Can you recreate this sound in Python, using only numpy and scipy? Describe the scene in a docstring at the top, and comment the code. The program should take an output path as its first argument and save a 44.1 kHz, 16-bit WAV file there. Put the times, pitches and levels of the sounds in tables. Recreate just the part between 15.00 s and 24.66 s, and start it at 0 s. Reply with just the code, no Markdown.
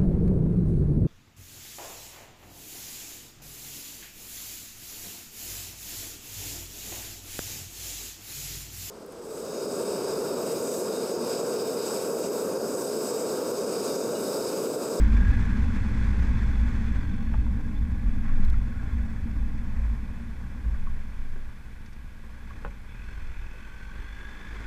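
"""A small single-cylinder motorcycle, heard from the rider's helmet, pulls, slows and clunks into gear.
Its revs then climb again. Exhaust puffs excite silencer modes, clatter shakes the casing, gear teeth sing.
Drive-train tones flutter; a whistle climbs twice. Shaped noise makes wind, tyres, two cars, intake and hiss.
Decaying modes make helmet thuds, knocking loose parts and the gear clunk; noise bursts make crackles.
Revs and throttle drive the engine's levels; the bike's speed drives those of wind, tyres and drive train."""
import sys
import numpy as np
from scipy import signal
from scipy.fft import rfft, irfft, next_fast_len
from scipy.io import wavfile
from scipy.ndimage import uniform_filter1d

SR = 44100
rng = np.random.default_rng(int(sys.argv[2]) if len(sys.argv) > 2 else 0)


def pcm_store(signal):
    """Save signal as 16-bit PCM."""
    levels = np.round(np.clip(np.atleast_2d(signal), -1, 1) * 32767)
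    wavfile.write(sys.argv[1], SR, levels.astype(np.int16).T)


N = 426006
TIME = np.arange(N) / SR

# The rider's hand. Each row: time in seconds, firings per second, throttle from 0 to 1.
ENGINE = [(0, 23.5, .96), (.37, 24.9, 0.98), (.55, 23.9, .92), (1.2, 25, 0.91), (1.93, 24, 0.78),
          (2.1, 22.8, .5), (2.55, 22.7, 0), (3.4, 19.7, 0.37), (3.8, 21.5, 0.24), (4.5, 18.2, 0.13),
          (6.1, 12.5, 0.27), (7.2, 12.9, 0.06), (7.55, 17.1, 0.38), (7.73, 16.5, .33), (7.81, 15.3, 0),
          (7.99, 21.4, 0.33), (8.15, 22.6, 0.47), (8.33, 20, 0.45), (8.75, 22.6, .45), (9.45, 25.4, 0.62),
          (9.66, 26.6, 0.82)]
# The bike's speed. Each row: time in seconds, speed as a share of cruising speed.
SPEED = [(0, 1.12), (.8, 1.01), (1.5, 0.96), (3.3, 0.77), (4.4, 0.71), (5.2, 0.55), (5.75, 0.5),
         (6.2, 0.39), (6.9, 0.23), (7.55, 0.34), (8, 0.22), (9.15, 0.22), (9.66, 0.22)]

# Engine levels. 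Each holds: dB at cruising revs with the throttle shut, dB added at full throttle,
# dB per doubling of the revs.
EXHAUST_LAW = (-45, 4, 0.8)
CLATTER_LAW = (-59, 8.1, 3.3)
INTAKE_LAW = (-65.5, 22.8, 0.62)
PRIMARY_LAW = (-73.5, 8.6, 5.6)
GEARBOX_LAW = (-71.5, 13.2, 5.2)   # level before the casing
CRUISE_FIRING_HZ = 24
PULSE_THROTTLE = 0.38   # the load throbs fully from this throttle upwards

# Silencer modes. Each row: frequency in Hz, relative level in dB, 60 dB decay time in seconds.
EXHAUST_MODES = [(46.7, 6, 0.11), (83, -10, 0.12), (111, -8.5, 0.15), (173, -14, 0.11), (229, -28, 0.15),
                 (290, -31, 0.11)]
PISTON_SHARE = 0.53   # height of the weaker puff, in the turn between firings
# Modes of crankcase, fins and covers. Each row: frequency in Hz, nominal width in Hz, level in dB.
CASING_MODES = [(807.7, 13.4, 3.5), (916, 47, 2.5), (1132, 125, 2), (1463, 132, 4.5), (1643, 132, 6),
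                (1973, 120, -1.5), (2293, 440, -1), (2609, 85, -3.5), (3090, 88, -13.5), (3450, 250, -6.5),
                (4293, 110, -12), (5290, 720, -17.5), (6200, 340, -15), (7170, 880, -21.5),
                (7970, 140, -19)]
CASING_WIDENING = 1.07   # factor on every nominal width
# Gearbox tooth rates. Each row: multiple of the firing rate, relative level in dB.
TEETH = [(82, -10), (121, -1.5), (141, -1), (176, -11), (186, 0), (268, -13), (320, -19)]
PRIMARY_TEETH = 68   # tooth contacts per firing
# Swells of the primary-gear whine. Each row: start in seconds, length in seconds, level in dB.
PRIMARY_WHINES = [(.17, 0.23, -47.5), (.48, .06, -45), (2.0, 0.14, -56), (3.73, .12, -54.5),
                  (8.05, 0.19, -62), (8.75, 0.38, -64), (9.07, 0.52, -58)]
PRIMARY_ATTACK_S, PRIMARY_RELEASE_S = 0.12, 0.15
# Swells of the gearbox whine. Each row: start in seconds, length in seconds, level in dB before the casing.
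GEARBOX_WHINES = [(2.0, 0.45, -60), (7.88, 0.19, -57.5), (8.08, 0.19, -58), (8.33, 0.37, -57.5),
                  (8.66, 0.31, -62), (8.98, 1, -55)]
WHINE_ATTACK_S, WHINE_RELEASE_S = 0.082, 0.11
# Whistle under hard pull, one table for each glide.
# Each row: time in seconds, frequency in Hz, level in dB before throb and flutter.
WHISTLES = [
    [(.05, 1590, -62), (.18, 1612, -46), (.29, 1640, -45), (.35, 1690, -52), (.42, 1750, -63)],
    [(8.35, 1480, -72), (8.55, 1515, -59), (8.72, 1530, -59), (9.02, 1560, -59), (9.15, 1610, -58),
     (9.28, 1650, -54), (9.45, 1655, -54), (9.56, 1690, -70)],
]
# Drive-train tones. Each row: frequency in Hz, level in dB at cruising speed.
RINGING = [(812, -63), (1075, -62.5), (1660, -59), (3440, -70.5)]
RINGING_DOUBLING_DB = 9.5   # dB per doubling of the speed
# Faint squeak as the throttle closes. The row: start in seconds, length in seconds, frequency in Hz, level in dB.
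SQUEAK = (2.01, .025, 4720, -67)

# Air and road levels. Each holds: dB at cruising speed, dB per doubling of the speed.
HUM_LAW = (-28.5, 12.4)
EDDY_LAW = (-30.5, 7.7)
GUST_LAW = (-26, 11)
TYRE_LAW = (-51.5, 3.54)

# Big gusts that shove the microphone. Each row: start in seconds, length in seconds, level in dB.
GUSTS = [(3.08, 0.15, -21), (3.3, 0.26, -16), (4.35, 0.6, -29), (5.77, 0.25, -23), (6.15, 0.32, -26.5),
         (6.6, 4, -41), (8.2, 0.24, -34)]
GUST_ATTACK_S, GUST_RELEASE_S = 0.1, 0.26
# Eddies breaking on the shell. Each row: start in seconds, length in seconds, level in dB.
EDDIES = [(0, 0.4, -18), (.58, 0.05, -21), (.98, 0.56, -25), (1.56, 0.13, -21), (1.89, 0.068, -19),
          (2.3, 0.2, -23), (2.78, 0.14, -25), (3.46, 0.18, -24), (3.89, 0.14, -24.5), (4.36, 0.094, -22.5),
          (4.74, 0.26, -25.5), (5.65, 0.093, -22.5), (8.1, 0.4, -40)]
EDDY_ATTACK_S, EDDY_RELEASE_S = 0.043, 0.14
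# Passing cars. Each row: start in seconds, length in seconds, level in dB.
CARS = [(3.3, 0.95, -55.5), (4.6, 0.47, -52.5)]
CAR_APPROACH_S, CAR_LEAVE_S = 0.58, 0.32

# Noise spectra: slow pressure swings, shell boom, helmet air space, tyres, air intake, microphone hiss.
# Each row: frequency in Hz, relative density in dB per Hz.
GUST_COLOUR = [(11, -10.5), (14.5, 13), (18, 12), (25, -11.5), (32, -4), (42, -31), (58, -19)]
BUFFET_COLOUR = [(30, -11.5), (41, -34.5), (49, -1), (54, 2), (58, -1.5), (63, -4), (75, -19.5), (100, -27)]
HELMET_COLOUR = [(55, 1.5), (74, 5.5), (90, 0.5), (118, 1), (138, -9), (160, -11.5), (191, 0.5),
                 (206, -3.5), (224, 1.5), (241, -1), (259, -14.5), (294, -9), (322, -26.5), (500, -29.5)]
ROAD_COLOUR = [(160, 10), (340, -3), (470, 1.5), (700, -3), (910, 0), (1090, 0.5), (1260, -5), (1510, -1.5),
               (1910, -1), (2560, -8), (2800, -26), (5000, -22), (8000, -25.5), (14000, -49)]
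INTAKE_COLOUR = [(160, 6.5), (340, 4), (470, 1.5), (700, -8.5), (910, -1.5), (1090, 0), (1260, -4),
                 (1510, 1.5), (2000, -1.5), (2560, -6.5), (2800, -14.5), (4300, -17), (8000, -25),
                 (14000, -45)]
HISS_COLOUR = [(400, 1), (3100, 6), (6100, -3), (9100, -4), (12100, -5), (15300, -9.5)]
HISS_DB = -64.5

# Crackles in the port. Each row: time in seconds, burst level in dB before filtering.
CRACKLES = [(3.4447, -43), (3.4492, -41), (3.4997, -38)]
# Thuds through the helmet. Each row: time in seconds, level in dB before softening, frequency in Hz,
# 60 dB decay time in seconds.
THUDS = [(0.361, -9.5, 60.5, 0.12), (3.058, -11.5, 43.2, 0.21), (3.175, -27, 225, 0.12),
         (3.395, -24, 203, 0.12), (3.43, -15, 30, .1), (3.488, -26, 40.4, 0.053), (3.568, -12.5, 48, 0.088),
         (4.257, -29, 229, 0.11), (5.656, -23, 53, 0.15), (7.65, -27, 50.7, 0.17), (8.075, -27, 55.5, 0.16),
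         (8.989, -20.5, 44, 0.091)]
# Loose parts knocking over bumps. Each row: time in seconds, peak level in dB, main pitch in Hz,
# 60 dB decay time in seconds, share of clear ring from 0 to 1.
KNOCKS = [(2.338, -48, 410, 0.039, 0.5), (2.338, -36.5, 1600, 0.022, .25), (2.341, -32, 870, 0.056, 0.46),
          (2.463, -41, 930, 0.041, .65), (2.464, -44, 1450, .03, .6), (3.291, -38, 1440, .04, 0.4),
          (3.295, -43, 1120, 0.06, 0.8), (3.540, -36.5, 1350, 0.048, 0.46), (5.546, -47, 1120, .04, .6),
          (5.745, -49, 1170, .045, .65), (5.870, -37, 1103, 0.059, .65), (6.358, -45, 1580, 0.046, 0.6),
          (6.357, -44.5, 383, 0.23, 0.36), (6.860, -50, 3960, .04, .05), (6.929, -51, 4000, .05, .05),
          (7.507, -38, 1130, 0.039, 0.65), (8.537, -47, 500, 0.1, 0.67)]
KNOCK_ATTACK_S = 0.002
# Fittings chattering over rough asphalt. Each row: start in seconds, length in seconds, level in dB.
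RATTLES = [(3.23, 0.1, -50), (3.39, 0.057, -49)]
RATTLE_EDGE_S = 0.043
# Spectrum of the chatter. Each row: frequency in Hz, relative density in dB per Hz.
RATTLE_COLOUR = [(900, 0), (1150, 6), (2300, 2), (2900, -11), (6000, -32)]
# Gear dogs engaging and rebounding. Each row: time in seconds, mean strike level in dB.
SHIFT = [(7.6492, -34.5), (7.6556, -43), (7.6626, -43.5), (7.6682, -48), (7.679, -52)]
# Gearbox modes. Each row: frequency in Hz, relative level in dB, 60 dB decay time in seconds.
CLUNK_MODES = [(105, -8, .09), (172, -5, 0.061), (485, -13.5, 0.18), (560, 1, 0.075), (835, -7.5, 0.094),
               (1060, 9, 0.0095), (1100, -10, 0.024), (1340, 2, 0.021), (1465, 0, 0.063), (1725, -13, .03),
               (2540, -8, 0.035), (3270, -26, .02)]
CUTOFF_HZ = 15300


def from_db(db):
    """Logarithmic level: decibels become an amplitude ratio."""
    return 10 ** (np.asarray(db) / 20)


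def rms_one(x):
    """Normalisation: scale a signal to unit mean power."""
    return x / np.sqrt(np.mean(x ** 2) + 1e-20)


def in_time(rows):
    """Linear interpolation: one curve per column, a value for every sample."""
    seconds, *columns = np.transpose(rows)
    return [np.interp(TIME, seconds, column) for column in columns]


def drift(rate):
    """Low-passed noise: a random wander of spread 1, weakening above the rate in Hz."""
    hz = np.arange(N // 2 + 1) * SR / N
    spectrum = rfft(rng.standard_normal(N)) / (1 + (hz / rate) ** 2)
    return rms_one(irfft(spectrum, N))


def noise(colour):
    """Spectral shaping: unit noise follows a given density and falls away beyond both ends."""
    size = next_fast_len(N)
    hz = np.maximum(np.arange(size // 2 + 1) * SR / size, 1)
    points, level_db = np.transpose(colour)
    ends = np.minimum(hz / points[0], 1) * np.minimum(points[-1] / hz, 1) ** 2
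    gain = from_db(np.interp(np.log(hz), np.log(points), level_db)) * ends ** 2
    spectrum = rfft(rng.standard_normal(size)) * gain
    return rms_one(irfft(spectrum, size)[:N])


def evened(x, seconds):
    """Gain control: dividing by the local RMS holds near unit power over spans of the given length."""
    size = max(int(seconds * SR), 1)
    power = uniform_filter1d(uniform_filter1d(x ** 2, size), size)
    return x / np.sqrt(power + 1e-9)


def resonance(x, hz, width):
    """Damped resonator: a two-pole band-pass with a gain of about 1 at its peak."""
    r = np.exp(-np.pi * width / SR)
    zeros = np.array([1, 0, -1]) * (1 - r * r) / 2
    poles = [1, -2 * r * np.cos(2 * np.pi * hz / SR), r * r]
    return signal.lfilter(zeros, poles, x + 1e-18)


def ring(clicks, hz, t60):
    """Impulse response of a mode: a unit click starts a decaying sine of initial height 1."""
    r = np.exp(-np.log(1000) / (t60 * SR))
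    w = 2 * np.pi * hz / SR
    return signal.lfilter([0, np.sin(w)], [1, -2 * r * np.cos(w), r * r], clicks + 1e-18)


def decay(t60):
    """Exponential decay: a quarter-second envelope falling by 60 dB in t60 seconds."""
    return np.exp(-np.log(1000) * TIME[:SR // 4] / t60)


def burst(t60):
    """Transient noise: white noise under an exponential decay."""
    envelope = decay(t60)
    return rng.standard_normal(len(envelope)) * envelope


def add(out, s, sound):
    """Superposition: mix a short sound in at time s in seconds."""
    start = int(s * SR)
    out[start:start + len(sound)] += sound[:N - start]


def tone(hz, waver, rate):
    """Frequency modulation: a unit-power sine wavers by a share of its pitch, at about the rate in Hz."""
    cycles = np.cumsum(hz * (1 + waver * drift(rate))) / SR
    return np.sqrt(2) * np.sin(2 * np.pi * cycles)


def swells(rows, attack_s, release_s):
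    """Envelope: each gain rises around its start, holds, and falls around its end."""
    gain = 0
    for s, length, db in rows:
        rise = np.clip(.5 + (TIME - s) / attack_s, 0, 1)
        fall = np.clip(.5 + (s + length - TIME) / release_s, 0, 1)
        gain = gain + from_db(db) * rise * fall
    return gain


def by_effort(law):
    """Power law of engine sound: gain grows with the throttle and with the revs."""
    shut_db, throttle_db, doubling_db = law
    firing_hz, throttle = in_time(ENGINE)
    doublings = np.log2(firing_hz / CRUISE_FIRING_HZ)
    return from_db(shut_db + throttle_db * throttle + doubling_db * doublings)


def by_speed(law):
    """Power law of flow and rolling sound: gain is a power of the bike's speed."""
    cruise_db, doubling_db = law
    speed, = in_time(SPEED)
    return from_db(cruise_db + doubling_db * np.log2(np.maximum(speed, 1e-3)))


def throb(cycle, turn_depth, firing_depth):
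    """Amplitude modulation by load: a pulse each turn, stronger at each firing, fades as the throttle shuts."""
    _, throttle = in_time(ENGINE)
    pulse = np.cos(2 * np.pi * cycle) ** 4   # two turns, so two pulses, per firing cycle
    load = turn_depth * (pulse - pulse.mean()) + firing_depth * np.cos(2 * np.pi * cycle)
    return 1 + np.minimum(throttle / PULSE_THROTTLE, 1) * load


def casing(force):
    """Modal radiation: the engine's metal passes a force on through its resonances."""
    out = 0
    for k, (hz, nominal_width, db) in enumerate(CASING_MODES):
        width = CASING_WIDENING * nominal_width
        mode = resonance(resonance(force, hz, width), hz, width)
        out = out + (-1) ** k * from_db(db) * mode   # neighbours in opposite phase
    return out


def exhaust(cycle, uneven_db=2.5, stumble=0.016, puff_low_hz=40, puff_cut_hz=500):
    """Pulse excitation: one puff a turn, strong and weak in turn, rings the silencer; force and timing wander."""
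    turn = np.floor(2 * (cycle + stumble * drift(22.7)))
    starts = np.diff(turn, prepend=turn[0]) > 0
    puffs = starts * np.where(turn % 2, PISTON_SHARE, 1) * from_db(uneven_db * drift(2.2))
    band = signal.butter(1, [puff_low_hz, puff_cut_hz], "band", fs=SR, output="sos")
    puffs = signal.sosfilt(band, puffs + 1e-18)
    ringing = sum(from_db(db) * ring(puffs, hz, t60) for hz, db, t60 in EXHAUST_MODES)
    return evened(ringing, seconds=0.79)


def clatter(cycle, grain_db=-0.1):
    """Random excitation: piston, valves and chain rattle the casing, in a pulse once a turn."""
    beat = throb(cycle, turn_depth=.95, firing_depth=.12)
    force = rng.standard_normal(N) * beat * from_db(grain_db * drift(200))
    return rms_one(casing(force))


def whine(cycle, teeth, ripple=0.68, jitter=1.0, flutter_db=-0.5):
    """Phase modulation: crank surges at each firing spread the note of meshing teeth into rough sidebands."""
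    surge = ripple * np.sin(2 * np.pi * cycle)   # radians, as is the jitter
    phase = 2 * np.pi * teeth * cycle + surge + jitter * drift(81)
    load = throb(cycle, turn_depth=.9, firing_depth=.22)
    return rms_one(np.sin(phase) * load * from_db(flutter_db * drift(41)))


def engine(gear_jitter=1.76, primary_jitter=1.0):
    """Common drive: exhaust, clatter, gears and the whistle's throb all follow one crankshaft."""
    firing_hz, _ = in_time(ENGINE)
    cycle = np.cumsum(firing_hz * (1 + 0.00303 * drift(5.57))) / SR   # firings so far
    primary_gain = by_effort(PRIMARY_LAW) + swells(PRIMARY_WHINES, PRIMARY_ATTACK_S, PRIMARY_RELEASE_S)
    primary = primary_gain * whine(cycle, PRIMARY_TEETH, jitter=primary_jitter)
    mesh = sum(from_db(db) * whine(cycle, teeth, ripple=2.7, jitter=gear_jitter) for teeth, db in TEETH)
    mesh_gain = by_effort(GEARBOX_LAW) + swells(GEARBOX_WHINES, WHINE_ATTACK_S, WHINE_RELEASE_S)
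    # the gearbox tones glide through the casing's resonances and light them up in turn
    gears = primary + casing(mesh_gain * mesh)
    puffs = by_effort(EXHAUST_LAW) * exhaust(cycle)
    return puffs + by_effort(CLATTER_LAW) * clatter(cycle) + gears + whistle(cycle)


def drive_train(waver=0.01795, flicker_db=5.5, squeak_waver=.014, wander=.012):
    """Random modulation: metallic tones flutter and wander as the bike rolls, with one short squeak."""
    out = 0
    for hz, db in RINGING:
        note = tone(hz * (1 + wander * drift(3)), waver, 92.2)
        flickering = rms_one(note * from_db(flicker_db * drift(33)))
        out = out + by_speed((db, RINGING_DOUBLING_DB)) * flickering
    s, length, hz, db = SQUEAK
    return out + swells([(s, length, db)], length / 2, length / 2) * tone(hz, squeak_waver, 90)


def wind():
    """Turbulent pressure: slow gusts, eddies booming on the shell, and the hum of the helmet's air space."""
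    # speed-driven wind and single swells add in power
    gust_gain = np.hypot(by_speed(GUST_LAW), swells(GUSTS, GUST_ATTACK_S, GUST_RELEASE_S))
    gusts = gust_gain * evened(noise(GUST_COLOUR), seconds=0.058)
    eddy_gain = np.hypot(by_speed(EDDY_LAW), swells(EDDIES, EDDY_ATTACK_S, EDDY_RELEASE_S))
    eddies = eddy_gain * evened(noise(BUFFET_COLOUR), seconds=0.064)
    hum = by_speed(HUM_LAW) * evened(noise(HELMET_COLOUR), seconds=0.23)
    return gusts + eddies + hum


def road(grain_db=1.5):
    """Broadband noise: tyres, two passing cars, and an intake that grows with throttle flicker together."""
    tyre_gain = np.hypot(by_speed(TYRE_LAW), swells(CARS, CAR_APPROACH_S, CAR_LEAVE_S))
    tyres = tyre_gain * noise(ROAD_COLOUR)
    intake = by_effort(INTAKE_LAW) * noise(INTAKE_COLOUR)
    return (tyres + intake) * from_db(grain_db * drift(38))


def microphone(crackle_t60=0.017, port_hz=3920, dull=0.63):
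    """Self-noise and port resonance: steady hiss, and brief crackles during the strongest gust."""
    crackles = np.zeros(N)
    for s, db in CRACKLES:
        add(crackles, s, from_db(db) * burst(crackle_t60))
    crackles = signal.lfilter([1 - dull], [1, -dull], crackles)   # one-pole low-pass
    hiss = from_db(HISS_DB) * noise(HISS_COLOUR)
    return crackles + 2.1 * resonance(crackles, port_hz, 380) + hiss


def whistle(cycle, flutter_db=-1.5):
    """Gliding tone: under hard pull a narrow whistle climbs, amplitude-modulated by the engine's load."""
    out = 0
    for glide in WHISTLES:
        hz, level_db = in_time(glide)
        sounding = (TIME >= glide[0][0]) & (TIME <= glide[-1][0])
        out = out + sounding * from_db(level_db) * tone(hz, .005, 60)
    return out * throb(cycle, turn_depth=.5, firing_depth=0.067) * from_db(flutter_db * drift(20))


def thuds(soft_ratio=1.9):
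    """Impulse response: a jolt, softened by a low-pass, sets the helmet booming briefly."""
    out = np.zeros(N)
    for s, db, hz, t60 in THUDS:
        boom = ring(signal.unit_impulse(SR // 2), hz, t60)
        soften = signal.butter(2, soft_ratio * hz, fs=SR, output="sos")
        add(out, s, from_db(db) * signal.sosfilt(soften, boom))
    return out


def knocks(dull_ratio=1.55, low_share=0.66, grain_db=4):
    """Impact: each bump excites a decaying note inside a dull rattle; rough asphalt makes fittings chatter."""
    chatter = rms_one(noise(RATTLE_COLOUR) * from_db(grain_db * drift(100)))
    out = swells(RATTLES, RATTLE_EDGE_S, RATTLE_EDGE_S) * chatter
    t = TIME[:SR // 4]
    for s, db, hz, t60, clear in KNOCKS:
        band = signal.butter(3, [low_share * hz, dull_ratio * hz], "band", fs=SR, output="sos")
        shake = signal.sosfilt(band, burst(t60))
        shake = shake / np.max(np.abs(shake))
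        note = np.sin(2 * np.pi * hz * t) * decay(t60)
        sound = (clear * note + (1 - clear) * shake) * np.minimum(t / KNOCK_ATTACK_S, 1)
        add(out, s, from_db(db) * sound / np.max(np.abs(sound)))
    return out


def gear_shift(oil_cut_hz=2400):
    """Modal impact: the dogs strike home, cushioned by oil, and bounce, ringing the gearbox."""
    at, level_db = np.transpose(SHIFT)
    out = np.zeros(N)
    for hz, db, t60 in CLUNK_MODES:
        clicks = np.zeros(N)
        uneven_db = rng.normal(0, 1, len(at))   # each strike excites each mode a little differently
        clicks[(at * SR).astype(int)] = from_db(level_db + db + uneven_db)
        out += ring(clicks, hz, t60)
    return signal.sosfilt(signal.butter(2, oil_cut_hz, fs=SR, output="sos"), out)


def scene():
    """Superposition: all sources add at the one microphone on the helmet."""
    machine = engine() + drive_train()
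    surroundings = wind() + road() + microphone()
    return (machine + surroundings + thuds() + knocks() + gear_shift())[None]


def record(dry):
    """Band limiting: an elliptic low-pass cuts the top steeply."""
    low_pass = signal.ellip(10, .1, 80, CUTOFF_HZ, fs=SR, output="sos")   # ripple and stop-band in dB
    return signal.sosfilt(low_pass, dry)


dry = scene()
out = record(dry)
pcm_store(out)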